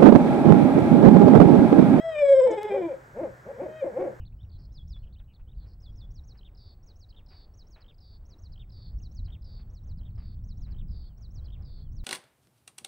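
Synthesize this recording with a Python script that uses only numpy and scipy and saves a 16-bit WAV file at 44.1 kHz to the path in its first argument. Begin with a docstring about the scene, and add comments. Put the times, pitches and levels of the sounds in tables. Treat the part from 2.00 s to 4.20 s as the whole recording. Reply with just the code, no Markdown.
"""Two owls calling in the trees

Two barred owls call together, close by. A long, falling, quavering call breaks to a lower register, and a thin
whine rises and drops into a hoot: both are a sine fundamental with a fringe of overtones. Short gruff hoots
arch in pitch and sweep their harmonics through the throat resonance. Decaying noise scatters the calls among
the trees, over a few dry ticks, a click, a short low rumble and faint shaped-noise outdoor air."""
import sys
import numpy as np
from scipy import signal
from scipy.fft import rfft, irfft
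from scipy.io import wavfile
from scipy.ndimage import uniform_filter1d

SR = 44100
rng = np.random.default_rng(int(sys.argv[2]) if len(sys.argv) > 2 else 0)


def generate_wav(signal):
    """Clip the signal to [-1, 1] and save it as 16-bit WAV at the path in sys.argv[1]."""
    frames = np.transpose(np.atleast_2d(signal))
    scaled = np.clip(frames, -1, 1) * 32767
    pcm = np.round(scaled).astype(np.int16)
    wavfile.write(sys.argv[1], SR, pcm)


N = 97020
T = np.arange(N) / SR
BIN_HZ = np.arange(N // 2 + 1) * SR / N
LEFT_RIGHT = np.array([[1], [-1]])  # sign of a difference signal in each channel


def undb(db):
    """Decibels to gain."""
    return 10 ** (np.asarray(db) / 20)


def curve_over_time(points):
    """Follow a (t/s, value) table with straight lines."""
    t, value = np.array(points).T
    return np.interp(T, t, value)


def gain_at(hz, points):
    """Gain of a (f/Hz, level/dB) curve, interpolated along log frequency."""
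    f, db = np.array(points).T
    return undb(np.interp(np.log(np.maximum(hz, 1)), np.log(f), db))


def noise(shape):
    """Noise of rms 1 whose spectrum follows shape(Hz)."""
    x = irfft(rfft(rng.standard_normal(N)) * shape(BIN_HZ + 1), N)
    return x / x.std()


def band(hz, octaves):
    """Noise in a bell-shaped band."""
    return noise(lambda f: np.exp(-.5 * (np.log2(f / hz) / octaves) ** 2))


def waver(rate_hz):
    """Smooth random motion of spread 1."""
    return noise(lambda f: np.exp(-.5 * (f / rate_hz) ** 2))


def bump(centre_s, width_s):
    """Bell-shaped swell in time."""
    return np.exp(-.5 * ((T - centre_s) / width_s) ** 2)


def pan(x, db):
    """Place a sound between left and right; db is left minus right."""
    return x * undb(db * LEFT_RIGHT / 2)


def harmonics(hz, throat, rasp_db, order, count):
    """Throat-shaped harmonics from order up to count - 1, plus air noise puffed once a cycle; also the phase."""
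    phase = 2 * np.pi * np.cumsum(hz) / SR
    tone = 0
    for k in range(order, count):
        audible = k * hz < SR / 2
        tone = tone + gain_at(k * hz, throat) * audible * np.sin(k * phase + rng.uniform(0, 2 * np.pi))
    puffs = 1 + np.cos(phase)
    throat_peak = gain_at(hz * 2, throat).max()
    air = noise(lambda f: gain_at(f, throat)) * puffs * throat_peak / 2
    return np.sqrt(2) * tone + undb(rasp_db) * air, phase


# throat in the long calls, sets each overtone by its frequency: f/Hz, level/dB
OPEN_THROAT = [(300, -61), (450, -29.5), (545, -14), (670, -34), (860, -41.5), (1000, -37.5), (1090, -63.5),
               (1280, -61), (1520, -53.5), (1700, -57.5), (1980, -54.5), (2200, -55), (2370, -45),
               (2520, -62.5), (2660, -84), (2830, -78), (3020, -63), (3270, -60.5), (3500, -64.5),
               (3880, -71.5), (4300, -95), (4800, -83.5), (5250, -69.5), (5700, -94), (6600, -82.5),
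               (7200, -90), (7900, -70), (8400, -83.5), (9200, -102), (11000, -108), (14000, -106)]
# lift or cut of the treble in the long calls: t/s, level/dB
TREBLE_LIFT = [(0, -6), (.15, -3.5), (.24, 1), (.43, 8), (.5, 1), (.9, -11), (1.6, -12.5)]
TREBLE_HZ = 4070
QUAVER_HZ, QUAVER_DEPTH, QUAVER_DB = 26.47, 0.0089, 2.5  # mean rate; largest share of pitch; overtone swing


def long_call(table, jitter, rasp_db):
    """A sine fundamental with a reedy fringe of overtones; the pitch quaver deepens as the pitch falls."""
    s, hz, body_db, edge_db = np.array(table).T
    smooth = lambda x: uniform_filter1d(x, size=300)
    glide = lambda column: smooth(np.interp(T, s, column))
    gate = smooth(1. * ((T >= s[0]) & (T <= s[-1])))

    quaver = np.sin(2 * np.pi * np.cumsum(QUAVER_HZ * (1 + 0.13 * waver(6.9))) / SR)
    base_hz = glide(hz)
    fallen = 1 - base_hz / hz.max()
    pitch = base_hz * (1 + jitter * waver(110) + QUAVER_DEPTH * quaver * fallen)

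    overtones, phase = harmonics(pitch, OPEN_THROAT, rasp_db, order=2, count=26)
    highpass = signal.butter(4, TREBLE_HZ, "high", fs=SR, output="sos")
    treble = signal.sosfiltfilt(highpass, overtones)
    overtones = overtones + treble * (undb(curve_over_time(TREBLE_LIFT)) - 1)

    body = np.sqrt(2) * np.sin(phase) * undb(glide(body_db))
    fringe = overtones * undb(glide(edge_db) + QUAVER_DB * quaver)
    return gate * (body + fringe)


# the three calls, each: t/s, f/Hz of the voice, level/dB of the fundamental, level/dB of the overtones
# long falling call
LONG_CALL = [(0, 625, -33.5, -3.5), (.025, 659.7, -43.5, 5), (.05, 657.8, -30, 1.5), (.095, 653.5, -27, 5),
             (.135, 627.6, -38, 6.5), (.165, 596.5, -28.5, 5), (.2, 597, -26, 10.5), (.235, 567, -15, 2.5),
             (.27, 559.5, -23, 7.5), (.3, 549.5, -13, 8), (.325, 555, -11, 8), (.348, 534.8, -11, 3.5),
             (.372, 526.3, -21.5, 1), (.398, 537, -12.5, 3.5), (.413, 494.8, -24, 2),
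             (.425, 504.5, -15, -3.5), (.452, 538.3, -16.5, 4.5), (.466, 501.3, -17, -1),
             (.495, 482, -23, -27), (.51, 451, -55, 1)]
# its lower register, after the voice breaks
LOW_CALL = [(.455, 450.8, -57, -21), (.475, 442, -38, 3.5), (.5, 455.5, -33.5, -4),
            (.53, 418.4, -29.5, 7.5), (.555, 448.5, -43, -3.5), (.585, 416.3, -25.5, 5),
            (.605, 410.8, -38, 0), (.63, 433.7, -41.5, 4.5), (.655, 420.6, -25.5, 2), (.69, 421, -43.5, 2),
            (.72, 395, -25.5, 1.5), (.755, 405.2, -36, -1), (.78, 378.3, -28, -2), (.803, 379, -28.5, -9),
            (.83, 337, -30, -4), (.87, 335.6, -30, -10), (.905, 279.6, -66, -13.5),
            (.925, 256.3, -53, -15.5), (.943, 182.3, -63, -16.5), (.975, 158.5, -61, -55)]
# thin whine that rises, then drops into a hoot
WHINE = [(1.53, 445, -47.5, -24), (1.57, 506, -48.5, -21.5), (1.61, 593.3, -45.5, -22),
         (1.66, 622, -44, -17.5), (1.72, 624, -46, -11.5), (1.77, 632.8, -44, -4.5), (1.8, 626.5, -48, -1),
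         (1.815, 592.6, -38.5, -8.5), (1.83, 537, -21, -7), (1.845, 520, -35, -33)]
CALL_JITTER, CALL_RASP_DB = 0.00099, -19.5  # pitch roughness as a share of pitch; breath in the overtones
LOW_JITTER, LOW_RASP_DB = 0.0087, -37.5


def all_calls():
    """The falling call, its broken lower register and the whine, all from the same voice mechanism."""
    falling = long_call(LONG_CALL, CALL_JITTER, CALL_RASP_DB)
    low = long_call(LOW_CALL, LOW_JITTER, LOW_RASP_DB)
    whine = long_call(WHINE, CALL_JITTER, CALL_RASP_DB)
    return falling + low + whine


# resonance of throat and bill in a hoot: f/Hz, level/dB
HOOT_THROAT = [(100, -17.5), (200, -4), (270, -23.5), (335, -0.5), (400, -6.5), (470, -2), (545, 6),
               (610, -0.5), (690, -11), (750, -15.5), (830, -11.5), (1000, -23), (1300, -31.5),
               (1700, -35.5), (2200, -31.5), (2800, -49), (3300, -53), (4200, -64), (8000, -44.5),
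               (12000, -55.5)]
ARCH_SHAPE, ARCH_DROP = 1.8, 0.51  # how round the pitch arch is, and how far it sags at the hoot's edges
HOOT_EDGE_DB = -16.5  # loudness change one rise or fall away from the top
ATTACK_SHAPE, RELEASE_SHAPE = 3, 1.86  # steepness of each side
HOOT_JITTER, HOOT_SHIMMER, HOOT_RASP_DB = .032, .3, -19  # roughness of pitch, of loudness; breath
CRACK_HZ, CRACK_WIDTH_HZ, CRACK_JUMP = 292.2, 7.7, .15  # above this pitch the voice jumps up by this share
GRUNT_HZ, GRUNT_AFTER_S, GRUNT_S, GRUNT_DB = 124, .035, 0.051, -54  # soft low tone as each hoot dies


def hoot(top_s, rise_s, fall_s, top_hz, db):
    """Pitch and loudness arch together, a high enough top cracks upward, and a soft grunt ends it."""
    rising = T < top_s
    # distance from the top, counted in rises or falls
    away = np.minimum(np.abs(T - top_s) / np.where(rising, rise_s, fall_s), 4)

    arch_hz = top_hz / (1 + ARCH_DROP * away ** ARCH_SHAPE)
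    crack = (1 + np.tanh((arch_hz - CRACK_HZ) / CRACK_WIDTH_HZ)) / 2
    hz = arch_hz * (1 + CRACK_JUMP * crack) * (1 + HOOT_JITTER * waver(82))

    voice, _ = harmonics(hz, HOOT_THROAT, HOOT_RASP_DB, order=1, count=14)
    loudness = undb(db + HOOT_EDGE_DB * away ** np.where(rising, ATTACK_SHAPE, RELEASE_SHAPE))
    shimmer = 1 + HOOT_SHIMMER * waver(53)

    grunt_tone = np.sin(2 * np.pi * np.cumsum(GRUNT_HZ * (1 + 0.04 * waver(23))) / SR)
    grunt = grunt_tone * bump(top_s + fall_s + GRUNT_AFTER_S, GRUNT_S)
    return voice * shimmer * loudness + undb(GRUNT_DB) * grunt


# hoots: t/s of the top, rise/s, fall/s, f/Hz of the top before any crack, level/dB
HOOTS = [(.522, 0.068, 0.041, 304.9, -31.5), (0.758, .062, 0.072, 281, -30),
         (1.226, 0.067, 0.065, 300.9, -30.5), (1.51, 0.053, .02, 277, -40),
         (1.636, 0.051, .062, 321.6, -30.5), (1.848, .017, 0.081, 303.9, -32.5),
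         (2.024, .082, 0.086, 329.4, -27.5), (2.024, .05, 0.095, 272.8, -35)]


def all_hoots():
    """Every hoot from both birds, summed."""
    return sum(hoot(*row) for row in HOOTS)


TREES_T60_S, TREES_DB, TREES_DELAY_S, TREES_SIDE_DB = .24, -14, .012, -1
WOOD_T60_S, WOOD_DB = 1.0, -25.5  # faint long return from the wider wood


def trees(x):
    """Decaying noise echoes: a short diffuse tail from nearby trunks and branches, a faint long one from the wood."""
    def decay(t60):
        env = np.exp(-np.log(1000) * T / t60) * (T > TREES_DELAY_S)
        return env / np.sqrt(np.sum(env ** 2))

    tail = np.hypot(undb(TREES_DB) * decay(TREES_T60_S), undb(WOOD_DB) * decay(WOOD_T60_S))
    mid, side = (signal.fftconvolve(x, tail * rng.standard_normal(N))[:N] for _ in range(2))
    return mid + undb(TREES_SIDE_DB) * side * LEFT_RIGHT


# small dry ticks: t/s, length/s, f/Hz of the centre, width/octaves, level/dB
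TICKS = [(0.421, .002, 7820, 0.055, -49.5), (0.516, 0.0058, 6500, 0.25, -55)]
CLICK_S, CLICK_DB, CLICK_DECAY_S = .632, -26, .00005


def ticks():
    """Brief bursts of band noise, and one sharp click with an exponential decay."""
    soft = sum(band(hz, octaves) * undb(db) * bump(s, length) for s, length, hz, octaves, db in TICKS)
    since = T - T[np.searchsorted(T, CLICK_S)]
    click = (since >= 0) * np.exp(-np.abs(since) / CLICK_DECAY_S)
    return soft + undb(CLICK_DB) * click


# spectrum of the outdoor air: f/Hz, level/dB (relative density per Hz)
AIR = [(25, -23), (55, 0), (90, -8.5), (125, 3), (170, -8.5), (280, -14), (400, -10.5), (550, -13),
       (800, -12.5), (1200, -17), (1650, -12), (2200, -22.5), (2750, -32), (4000, -34.5), (7000, -33.5),
       (8200, -33), (9000, -45), (15500, -40)]
# how much the air differs between left and right: f/Hz, level/dB (gain of the side noise)
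AIR_SIDE = [(50, -15), (500, -21.5), (900, -4.5), (1400, 6.5), (2300, -4), (8000, -22), (12000, -20)]
AIR_DB = -53
RUMBLE_S, RUMBLE_END_S, RUMBLE_HZ, RUMBLE_DB = 1.123, 1.36, 55.2, -55.5


def background():
    """Steady outdoor air as wide shaped noise, and a short low rumble of band noise."""
    mid, side = (noise(lambda f: gain_at(f, AIR)) for _ in range(2))
    side = irfft(rfft(side) * gain_at(BIN_HZ, AIR_SIDE), N)
    air = mid + side * LEFT_RIGHT
    rumble_gate = uniform_filter1d(1. * ((T > RUMBLE_S) & (T < RUMBLE_END_S)), size=1500)
    rumble = band(RUMBLE_HZ, 0.83) * rumble_gate
    return undb(AIR_DB) * air + undb(RUMBLE_DB) * rumble


# balance of the long calls: t/s, level/dB (left minus right)
CALL_PAN = [(.2, 4), (.3, 0.9), (1.7, 2.5)]
HOOT_PAN_DB = 1.4


def scene():
    """Both owls among the trees, with ticks and outdoor air."""
    calls = all_calls()
    hoots = all_hoots()
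    owls = pan(calls, curve_over_time(CALL_PAN)) + pan(hoots, HOOT_PAN_DB)
    return owls + trees(calls + hoots) + ticks() + background()


def record(dry):
    """The recorder cuts the top with a steep elliptic low-pass."""
    lowpass = signal.ellip(10, .2, 80, 15750, fs=SR, output="sos")  # ripple/dB, stopband/dB, edge/Hz
    return signal.sosfilt(lowpass, dry)


dry = scene()
out = record(dry)
generate_wav(out)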